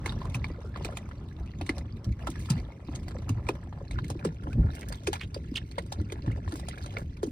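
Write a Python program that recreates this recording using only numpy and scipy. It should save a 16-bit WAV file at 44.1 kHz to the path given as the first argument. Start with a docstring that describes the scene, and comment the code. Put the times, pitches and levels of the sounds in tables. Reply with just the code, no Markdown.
"""A splashy slap and a hollow gulp open a run of small lake waves against a dock and its floats.
About every 0.6 s a wave heaves, laps and trickles: coloured noise and bubble swarms under a shared envelope.
Slaps are noise bursts with a bubble plink; trapped air gulps or glugs as gliding tones; squirts are swept
resonances, spatters grainy noise. Behind lie low slosh, wash and fast-fading ripples.
Short dock echoes follow the near sounds; two ports hear the water with different phase and level."""
import sys
import numpy as np
from scipy import signal
from scipy.fft import rfft, irfft
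from scipy.io import wavfile
from scipy.ndimage import uniform_filter1d

SR = 44100
rng = np.random.default_rng(int(sys.argv[2]) if len(sys.argv) > 2 else 0)


def dump_mix(stems):
    """Bounce the given channels to the path in sys.argv[1] as a 16-bit WAV at rate SR."""
    frames = np.atleast_2d(stems).T  # one column per channel
    limited = np.clip(frames, -1, 1)  # hard clip at full scale
    pcm = np.round(limited * 32767).astype(np.int16)
    wavfile.write(sys.argv[1], SR, pcm)


N = 322371
TIME, HZ = np.arange(N) / SR, np.fft.rfftfreq(N, 1 / SR)  # s, Hz

# Water slapping a surface. Each row: time in s, nominal spray level in dB, nominal splash body in dB
# above the spray, starting pitch of its bubble in Hz.
SLAP_EVENTS = [(0.059, -28.5, 1.5, 2070), (0.0927, -42, 11, 3600), (0.122, -66.5, 28, 1050),
               (0.216, -62.5, 27, 1010), (0.345, -28, 0, 2430), (0.4424, -43, 16.5, 2200),
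               (0.759, -63.5, 31.5, 1110), (0.847, -30.5, -1.5, 2400), (0.924, -50, 10.5, 1310),
               (0.97, -34, 0.5, 2350), (1.112, -61, 22, 1360), (1.664, -40.5, -2, 2120),
               (1.6107, -42.5, 13, 730), (1.6918, -35, 14, 1980), (1.78, -39.5, -2.5, 1110),
               (2.043, -43.5, -23, 2000), (2.27, -32.5, 4.5, 1290), (2.355, -49.5, 9, 1810),
               (2.5006, -23, -12, 4770), (2.9514, -37, -11, 2040), (3.0806, -39.5, 0, 680),
               (3.2915, -33, -2, 1090), (3.467, -50, 8.5, 2260), (3.4876, -31, 7.5, 2420),
               (3.726, -66.5, 28, 820), (3.909, -43, 5, 2130), (3.9865, -52.5, 23.5, 1390),
               (4.042, -43, 1.5, 2050), (4.101, -35, -26, 1010), (4.192, -54, 11.5, 2360),
               (4.249, -31.5, 4.5, 1000), (4.529, -49, 8.5, 2440), (4.9225, -37.5, 0.5, 1550),
               (5.0711, -27, 1, 2400), (5.1303, -25.5, 3, 804), (5.154, -42.5, 7, 2290),
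               (5.344, -39, 5, 4570), (5.712, -49, 3, 4170), (5.7811, -37.5, 13, 910),
               (5.9212, -31.5, 2.5, 760), (6.099, -53.5, 12.5, 2280), (6.121, -35.5, -5, 2030),
               (6.261, -58, 16, 1120), (6.279, -66, 24, 1770), (6.477, -60, 19.5, 1770),
               (6.521, -43, 7, 1300), (6.595, -39.5, -2, 710), (6.684, -36.5, 2.5, 690),
               (6.781, -60.5, 18, 2290), (6.86, -41, 1, 570), (6.968, -48.5, 21.5, 2170),
               (7.231, -33, -3, 790)]
# Spectrum of fine spray. Each row: frequency in Hz, relative level in dB.
SPRAY_SPECTRUM = [(1500, -4), (3500, 8.5), (5000, 4.5), (7000, 4), (10500, -1.5), (12300, -16),
                  (14000, -10.5)]
# Layer levels between waves, at the start
CALM_SLOSH_DB, CALM_LAP_DB, CALM_TRICKLE_DB = -39, -57, -65.5


def gain_of(db):
    """Decibels to amplitude."""
    return 10 ** (np.asarray(db) / 20)


def evened(x):
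    """Scales to rms 1."""
    return x / np.sqrt(np.mean(x ** 2) + 1e-20)


def read(points, hz):
    """Reads a table on a log-frequency axis."""
    f, value = np.transpose(points)
    return np.interp(np.log(hz + 1), np.log(f + 1), value)


def add(mix, s, sound):
    """Mixes a sound into every channel at time s."""
    part = mix[:, max(round(s * SR), 0):][:, :sound.shape[-1]]
    part += sound[..., :part.shape[1]]


def drift(size, rate_hz):
    """Random curve of rms 1: straight lines between random knots."""
    knots = rng.standard_normal(int(size / SR * rate_hz) + 3)
    return evened(np.interp(np.arange(size) * rate_hz / SR, np.arange(len(knots)), knots))


def swell(t, peak_s, steep):
    """Rises to 1 at peak_s and dies away."""
    u = t / max(peak_s, 1e-4)
    return (u * np.exp(1 - u)) ** steep


def tone(hz):
    """A sine that follows a pitch curve."""
    return np.sin(2 * np.pi * np.cumsum(hz) / SR)


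def pair(x, spectrum):
    """Colours two unrelated signals and makes them as alike as the two ports hear them."""
    # Likeness of the ports. Each row: frequency in Hz, correlation from 0 to 1.
    port_likeness = [(100, 1), (250, .93), (600, .8), (1500, .45), (4000, .45), (6000, .6), (8000, .88)]
    a, b = rfft(x)
    same = np.clip(read(port_likeness, HZ), 0, 1)
    both = np.array([a, same * a + np.sqrt(1 - same ** 2) * b])
    return evened(irfft(both * gain_of(read(spectrum, HZ)), N))


def noise(spectrum):
    """Coloured noise at both ports."""
    return pair(rng.standard_normal((2, N)), spectrum)


def patchy(x, depth_db, size=384):
    """Each parcel of water has its own passing resonances: random gains over time and frequency."""
    z = signal.stft(x, SR, nperseg=size)[2]
    patches = rng.standard_normal(z.shape[1:])
    patches = uniform_filter1d(patches, 5, 0)
    patches = evened(uniform_filter1d(patches, 4, 1))
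    shaped = signal.istft(z * gain_of(depth_db * patches), SR, nperseg=size)[1]
    return evened(shaped[:, :N])


def clumped(x):
    """Bubbles come in short flurries with lulls between them."""
    return evened(x * gain_of(10 * np.tanh(drift(N, 18))))


def bubble(hz, decay_s, rise=0.037):
    """A bubble rings briefly; its pitch climbs as it nears the surface, or sinks if rise is negative."""
    decay_s = max(decay_s, 3e-4)
    u = np.arange(0, 7 * decay_s, 1 / SR) / decay_s
    return tone(hz * (1 + rise * u)) * np.exp(-u) * (1 - np.exp(-u / 0.055))


def bubbles(low_hz, high_hz, per_s, cycles, spread_db, count=40):
    """A swarm of bubbles of many sizes, rising or sinking: most are faint, a few stand out."""
    out = np.zeros((2, N))
    per_size = int(per_s * N / SR / count)
    for hz in np.geomspace(low_hz, high_hz, count):
        decay_s = cycles * rng.uniform(1.0, 3.16) / hz
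        ring = bubble(hz, decay_s, rise=rng.uniform(-0.091, 0.061))
        for when, size, side in rng.random((200, 3))[:per_size]:
            db = spread_db * min(-np.log(1 - size), 3.5)
            add(out, when * N / SR, gain_of(db) * np.outer([.5 + side, 1.5 - side], ring))
    return evened(out)


def waves(axis, calm_db, build_s=0.072, sag_db_per_s=-4, drain_s=0.0062, calm_rise_db_per_s=0.0469):
    """Level of one layer: every wave builds, sags and drains, added in power to the calm level."""
    # Waves running up the floats. Each row: arrival in s, length of the run-up in s,
    # nominal slosh, lapping and trickle levels in dB.
    wave_rows = [(0.049, 0.47, -34.5, -56, -59.5), (0.813, 0.22, -38.5, -50.5, -58),
                 (1.62, 0.2, -38, -58.5, -59), (2.281, 0.32, -38, -52.5, -53),
                 (2.89, 0.46, -35.5, -54.5, -61), (3.47, 0.098, -33, -51.5, -61.5),
                 (3.921, 0.37, -34, -55, -63.5), (4.479, 0.26, -34, -52.5, -67.5),
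                 (4.759, 0.493, -64, -56.5, -55), (5.37, 0.66, -44, -69, -61), (6.00, 0.5, -35, -54.5, -78),
                 (6.517, 0.51, -38, -50.5, -56.5)]
    power = gain_of(calm_db + calm_rise_db_per_s * TIME) ** 2
    for wave in wave_rows:
        age = TIME - wave[0]
        build = np.exp(np.minimum(age, 0) / build_s)
        drain = np.exp(-np.maximum(age - wave[1], 0) / drain_s)
        run_up = gain_of(wave[axis] + sag_db_per_s * np.clip(age, 0, wave[1]))
        power = power + (run_up * build * drain) ** 2
    return np.sqrt(power)


def scatter(per_s, axis, calm_db):
    """Random moments: times in s, dB of one wave layer there, two draws from -1 to 1."""
    when, a, b = rng.random((200, 3))[:int(per_s * N / SR)].T
    at = (when * (N - 1)).astype(int)
    return at / SR, 20 * np.log10(waves(axis, calm_db)[at]), 2 * a - 1, 2 * b - 1


def ripples(level_db=-59, fade_db_per_s=-5.0):
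    """The soft babble of ripples further out, overlapping plops soon screened by the floats."""
    # Babble spectrum. Each row: frequency in Hz, relative level in dB.
    babble_spectrum = [(400, 5.5), (800, 16.5), (1250, 13.5), (1750, -6), (3500, 0.5), (8000, -26)]
    wash = patchy(noise(babble_spectrum), depth_db=2.5)
    plops = clumped(bubbles(500, 1700, per_s=500, cycles=1, spread_db=3))
    return gain_of(level_db + fade_db_per_s * TIME) * (wash + plops)


def lake(wash_db=-5, slosh_db_per_s=-0.2458):
    """Low slosh under the dock and the wash of water: unsteady noise that follows the waves."""
    # Spectra. Each row: frequency in Hz, relative level in dB.
    slosh_spectrum = [(22, -21.5), (50, 1), (78, 3.5), (130, -2.5), (360, -17.5), (600, -36), (1300, -75)]
    wash_spectrum = [(150, 6), (350, 6.5), (700, -12.5), (1100, -5), (1600, -12.5), (3000, -30),
                     (5000, -25.5), (8000, -26), (16000, -56.5)]
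    slosh = noise(slosh_spectrum) * gain_of(slosh_db_per_s * TIME + 1.8 * drift(N, 25))
    wash = noise(wash_spectrum) * gain_of(1.6 * drift(N, 40))
    slosh_level = waves(axis=2, calm_db=CALM_SLOSH_DB)
    wash_level = waves(axis=3, calm_db=CALM_LAP_DB) * gain_of(wash_db)
    return slosh_level * slosh + wash_level * wash


def gurgle(level_db=-1):
    """Small laps plop along the edge of the floats as flurries of short-lived bubbles."""
    plops = clumped(bubbles(380, 1900, per_s=330, cycles=1.1, spread_db=4))
    return waves(axis=3, calm_db=CALM_LAP_DB) * gain_of(level_db) * plops


def trickle(fizz_db=-10, crackle_db=-8, clicks_per_s=110):
    """Water runs off the floats and foam bursts: a fine fizz, wet crackles and flurries of tiny bubbles."""
    # Fizz spectrum. Each row: frequency in Hz, relative level in dB.
    fizz_spectrum = [(500, 1.5), (1200, -23), (2100, 12), (3200, 4.5), (4600, 2), (6000, 1.5), (10000, -11),
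                     (16000, -15)]
    chance, size = rng.random((2, N))
    bursts = (chance < clicks_per_s / SR) * gain_of(5.5 * np.minimum(-np.log(1 - size), 3))
    crackle = evened(signal.oaconvolve(bursts, swell(TIME[:SR // 30], .0012, .6))[:N])
    wet = patchy(noise(fizz_spectrum), depth_db=5)
    ticks = gain_of(-2) * clumped(bubbles(1300, 5500, per_s=210, cycles=2.7, spread_db=4.7))
    runoff = wet * (gain_of(fizz_db) + gain_of(crackle_db) * crackle)
    return waves(axis=4, calm_db=CALM_TRICKLE_DB) * (runoff + ticks)


def spatters(grain_db=7):
    """A sheet of fine drops lands with a sharp tick and patters out, brighter than the spray of a slap."""
    # Each row: time in s, nominal level in dB, decay time constant in s.
    spatter_rows = [(2.301, -36.5, 0.0044), (2.393, -54, 0.074), (4.082, -48, 0.0034),
                    (4.751, -45.5, 0.013), (4.793, -53, .012), (4.811, -42, 0.0026), (4.886, -41.5, 0.0071),
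                    (4.956, -42, 0.0013), (6.539, -40, .002), (6.557, -48, .02), (6.984, -50.5, 0.016),
                    (7.262, -53, 0.021)]
    level = np.zeros((1, N))
    for s, db, decay_s in spatter_rows:
        add(level, s, gain_of(db) * np.exp(-TIME[:SR // 2] / decay_s))
    grains = evened(gain_of(grain_db * np.tanh(drift(N, 700))))
    bright = evened(np.diff(noise(SPRAY_SPECTRUM), prepend=0))
    return level * grains * bright


def squirts(hiss_db=-14, sputter_db=4):
    """Sputtering water excites a gap whose resonance slides as it fills or empties."""
    # Each row: start in s, length in s, nominal level in dB, first and last resonance in Hz, its width in Hz.
    squirt_rows = [(0.036, 0.075, -45, 1400, 1100, 900), (0.232, 0.042, -46.5, 850, 1150, 100),
                   (0.63, 0.085, -56, 1250, 1500, 130), (4.492, 0.04, -54, 1300, 1600, 60),
                   (4.808, 0.04, -50, 2400, 2000, 1100), (5.194, 0.062, -43.5, 1900, 3300, 1500),
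                   (5.552, 0.01, -26.5, 3500, 2800, 300), (5.56, 0.029, -33, 5140, 1930, 1400),
                   (5.78, 0.016, -37, 2220, 1960, 600), (6.31, 0.022, -48, 1750, 2550, 80)]
    out, hiss = np.zeros((2, N)), noise(SPRAY_SPECTRUM)
    for s, length_s, db, first_hz, last_hz, width_hz in squirt_rows:
        size = int(length_s * SR)
        r = np.exp(-np.pi * width_hz / SR)  # pole radius
        turn = np.exp(2j * np.pi * np.cumsum(np.geomspace(first_hz, last_hz, size)) / SR)
        rush = rng.standard_normal(SR)[:size]
        # shift the resonance to 0 Hz, filter there, shift back
        ring = evened((turn * signal.lfilter([1], np.poly([r, r]), rush / turn)).real)
        sputter = evened(gain_of(sputter_db * drift(SR, 249)[:size]))
        flow = sputter * signal.windows.hann(size) ** .5
        add(out, s, gain_of(db) * flow * (ring + gain_of(hiss_db) * hiss[:, :size]))
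    return out


def glugs(glide=0.46, glide_s=0.0076, swell_s=0.013, wobble=0.169, overtone_db=-10,
          level_db=-2, churn_db=-14, churn_s=0.01):
    """A large pocket throbs for a few uneven cycles, with a weaker second resonance and churning water."""
    # Air squeezed under the floats. Each row: time in s, nominal level in dB, nominal pitch in Hz.
    glug_rows = [(0.352, -26, 129), (1.399, -25.5, 72.3), (2.068, -21.5, 115.4), (2.097, -21, 81),
                 (2.504, -17.5, 147), (2.561, -22.5, 76.6), (3.299, -21, 115.5), (3.361, -24.5, 82.7),
                 (4.108, -29, 96.4), (4.255, -26, 200.5), (4.552, -21.5, 98), (4.577, -22.5, 182.5),
                 (4.586, -13, 70.2), (4.643, -17.5, 91), (5.984, -24, 73.3), (6.274, -20, 116.8)]
    out, t = np.zeros((2, N)), np.arange(SR // 5) / SR
    stir = np.zeros((1, N))
    for s, db, hz in glug_rows:
        pitch = hz * (0.909 + glide * np.exp(-t / glide_s)) * (1 + wobble * drift(len(t), 85.0))
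        ring = tone(pitch) * swell(t, swell_s, 0.69)
        overtone = gain_of(overtone_db) * tone(1.65 * pitch) * swell(t, swell_s, 2.2)
        add(out, s - .002, gain_of(db + level_db) * (ring + overtone))
        add(stir, s - .002, gain_of(db + churn_db) * swell(t, churn_s, 1))
    churn = noise([(80, -5.5), (200, 1.5), (420, -18), (1800, -66)])  # (Hz, relative dB)
    return out + stir * churn


def small_gulps(per_s=16, over_lap_db=3.5, spread_db=3, pitch_hz=370, octaves=0.75, pop_over_db=-10,
                life_s=0.006):
    """Little pockets open as the water laps: rows with the columns of the gulp table."""
    s, lap_db, size, pitch = scatter(per_s, axis=3, calm_db=CALM_LAP_DB)
    db = lap_db + over_lap_db + spread_db * size
    hz = pitch_hz * 2 ** (octaves * pitch)
    pop_db = pop_over_db - spread_db * size
    return list(zip(s, db, hz, pop_db, np.full(len(s), life_s)))


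def gulps(glide=1.0, glide_s=0.00391, pop_s=0.0017, pop_db=-1, collapse_s=0.004, wobble=0.07,
          shards_db=-15, shards_s=0.008, shard_octaves=0.55):
    """A pocket pops open and swells with a falling note, then collapses into pockets ringing on unevenly."""
    # Air pockets opening at the waterline. Each row: time in s, level in dB, mean final pitch in Hz,
    # nominal opening pop in dB above the gulp, time until collapse in s.
    gulp_rows = [(0.061, -29.5, 352, -4.5, 0.008), (0.503, -32, 300, -14, 0.0045),
                 (0.585, -36.5, 375, -22, 0.0045), (0.644, -36, 390, -16, 0.011),
                 (0.851, -31, 329, -7, 0.0063), (0.934, -37.5, 393, -15, .007),
                 (1.612, -31, 269, -8, 0.009), (1.695, -19.5, 270, -27, 0.0063),
                 (2.272, -31, 519, -24, 0.004), (2.288, -27.5, 244, -13, 0.0076),
                 (2.887, -29, 262, -12, 0.007), (3.15, -35.5, 484, -16, 0.0097),
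                 (3.295, -24.5, 226, -34, 0.008), (3.491, -18, 337, -5, 0.0086),
                 (3.811, -36.5, 380, -8, 0.0072), (4.103, -28.5, 321, -2.5, 0.0024),
                 (4.154, -29, 310, -21, .01), (4.25, -17.5, 360, -30, 0.0098),
                 (4.472, -28, 241, -6.5, 0.0099), (5.074, -19, 368, -22, 0.018),
                 (5.364, -27, 406, -16, 0.0065), (5.518, -26.5, 223, -36, 0.0071),
                 (5.781, -25.5, 448, -17, 0.0072), (6, -30.5, 306, -13, 0.02),
                 (6.123, -27, 333.3, -20, 0.0076), (6.278, -25, 207, -11, 0.0093),
                 (6.528, -26.5, 308, -17, 0.015), (7.2323, -15, 352.4, -15, 0.0081),
                 (7.272, -25, 244, -21, 0.013)]
    out, t = np.zeros((2, N)), np.arange(SR // 10) / SR
    for s, db, hz, pop_over_db, life_s in gulp_rows + small_gulps():
        pitch = hz * (1 + glide * np.exp(-t / glide_s)) * (1 + wobble * drift(len(t), 340))
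        collapse = np.exp(-np.maximum(t - life_s, 0) / collapse_s)
        note = np.minimum(t / life_s, 1) * collapse * tone(pitch)
        pop = swell(t, pop_s, 0.59) * tone(684 + 943.2 * np.exp(-t / 0.00203))  # Hz
        shards = sum(tone(pitch * 2 ** (shard_octaves * size)) * drift(len(t), 128)
                     for size in rng.uniform(-0.96, 1, size=3))
        shard_swell = swell(np.maximum(t - life_s / 2, 0), shards_s, 0.72)
        tail = gain_of(shards_db) * shard_swell * evened(shards) / 2
        add(out, s - .002, gain_of(db) * (note + tail + gain_of(pop_over_db + pop_db) * pop))
    return out


def droplets(level_db=-17, settle_s=0.006):
    """Thrown water falls back after each slap as a brief shower of small bubbles."""
    stir, t = np.zeros((1, N)), np.arange(SR // 3) / SR
    for s, db, body_over_db, _ in SLAP_EVENTS:
        add(stir, s, gain_of(db + body_over_db / 2 + level_db) * swell(t, settle_s, 0.56))
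    return stir * bubbles(700, 4500, per_s=400, cycles=2, spread_db=4)


def plinks(over_body_db=4, decay_s=0.0027):
    """Each slap pinches off one larger bubble, its level tied to the body of the splash."""
    out = np.zeros((2, N))
    for s, db, body_over_db, hz in SLAP_EVENTS:
        add(out, s + 0.000984, gain_of(db + body_over_db + over_body_db) * bubble(hz, decay_s))
    return out


def small_slaps(per_s=6, over_trickle_db=7, spread_db=3, body_over_db=4):
    """Ripples on the waves slap faintly: rows with the first three columns of the slap table."""
    s, db, size, body = scatter(per_s, axis=4, calm_db=CALM_TRICKLE_DB)
    return list(zip(s, db + over_trickle_db + spread_db * size, body_over_db + 2 * spread_db * body))


def slaps(rise_s=0.0014, decay_s=0.0058, lead_s=0.0033, lead_db=-16, tail_db=-23, tail_s=0.018,
          spray_db=-4, body_db=-7):
    """Each slap hisses in as the gap closes, bursts into splash and spray, and patters out."""
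    # Spectrum of the splash body. Each row: frequency in Hz, relative level in dB.
    splash_spectrum = [(250, -29), (580, 9.5), (1000, 17), (1550, 10.5), (2400, 2.5), (4500, 1.5),
                       (6500, -29.5), (16000, -31)]
    out, t = np.zeros((2, N)), np.arange(-SR // 30, SR // 7) / SR
    after = np.maximum(t, 0)
    fall = np.exp(-after / decay_s) + gain_of(tail_db) * np.exp(-after / tail_s)
    lead = gain_of(lead_db) * np.exp(-abs(t) / lead_s)
    burst = (1 - np.exp(-(after / rise_s) ** 2)) * fall + lead
    burst = burst / burst.max()
    spray_level, body_level = np.zeros((2, 1, N))
    for s, db, body_over_db, *_ in SLAP_EVENTS + small_slaps():
        add(spray_level, s + t[0], gain_of(db + spray_db) * burst)
        add(body_level, s + t[0], gain_of(db + body_over_db + body_db) * burst)
    for level, spectrum in (spray_level, SPRAY_SPECTRUM), (body_level, splash_spectrum):
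        out += level * patchy(noise(spectrum), depth_db=4.5)
    grains = evened(gain_of(6 * np.tanh(drift(N, 1000))))
    return out * grains


def dock(x):
    """Short scattered echoes from the floats and the underside of the dock: decaying noise, convolved."""
    # Echo decay. Each row: frequency in Hz, time to fall by 60 dB in s.
    echo_decay = [(300, 0.12), (1000, 0.041), (6000, 0.076), (15000, 0.028)]
    echoes = noise([(0, 0)])[:, :SR // 4] * (TIME[:SR // 4] > .002)
    hz, t, z = signal.stft(echoes, SR, nperseg=256)
    decay = gain_of(-60 * t / read(echo_decay, hz)[:, None])
    tail = signal.istft(z * decay, SR, nperseg=256)[1]
    return signal.fftconvolve(x, tail / np.linalg.norm(tail[0]), axes=1)[:, :N]


def ports(x, over_floats_s=3.47, even_below_hz=1354):
    """The water reaches the two ports with different phase and level; the bass is the same at both."""
    # Each row: frequency in Hz, phase by which left leads in radians.
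    phase_lead = [(0, 0), (400, .2), (800, 1.6), (2000, 6.2), (3400, 9.2), (4200, 12.5), (5000, 13.5),
                  (5900, 16.8), (7100, 15.6), (9300, 12.5), (13300, 6.5), (14600, 6.1), (16000, 3.4)]
    # Each row: frequency in Hz, left minus right in dB.
    balance = [(500, 0), (850, 2.5), (1300, -1), (2400, -4), (5000, -5.5), (7000, 0)]
    # Each row: frequency in Hz, gain of the difference between the ports in dB.
    width = [(150, -39.5), (400, 0)]
    side = np.array([[.5], [-.5]])
    phase = np.interp(HZ, *np.transpose(phase_lead))
    # until the microphone is over the floats, the lows reach both ports in phase; 1 s crossfade
    over = np.clip(TIME - over_floats_s, 0, 1)
    highs = 1 - 1 / (1 + (HZ / even_below_hz) ** 20)
    z_over = rfft(x * over) * np.exp(1j * side * phase)
    z_before = rfft(x * (1 - over)) * np.exp(1j * side * phase * highs)
    z = (z_over + z_before) * gain_of(side * read(balance, HZ))
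    middle = z.mean(0)
    return irfft(middle + (z - middle) * gain_of(read(width, HZ)), N)


def scene(tilt_db=2.3, echo_db=-12.0):
    """Near water with its echoes, over the lake; the squirts come from a gap almost straight ahead."""
    near = slaps() + spatters() + droplets() + gulps() + glugs() + plinks() + trickle() + gurgle()
    ahead = squirts() * gain_of([[-tilt_db], [tilt_db]])  # left, right
    echoes = gain_of(echo_db) * dock(near + ahead)
    return ports(near + echoes + lake()) + ahead + ripples()


def record(dry, edge_hz=16050):
    """The band limit of the recorder: a linear-phase low-pass."""
    low_pass = signal.firwin(255, edge_hz, window=("kaiser", 8), fs=SR)
    return signal.oaconvolve(dry, low_pass[None], "same")


dry = scene()
out = record(dry)
dump_mix(out)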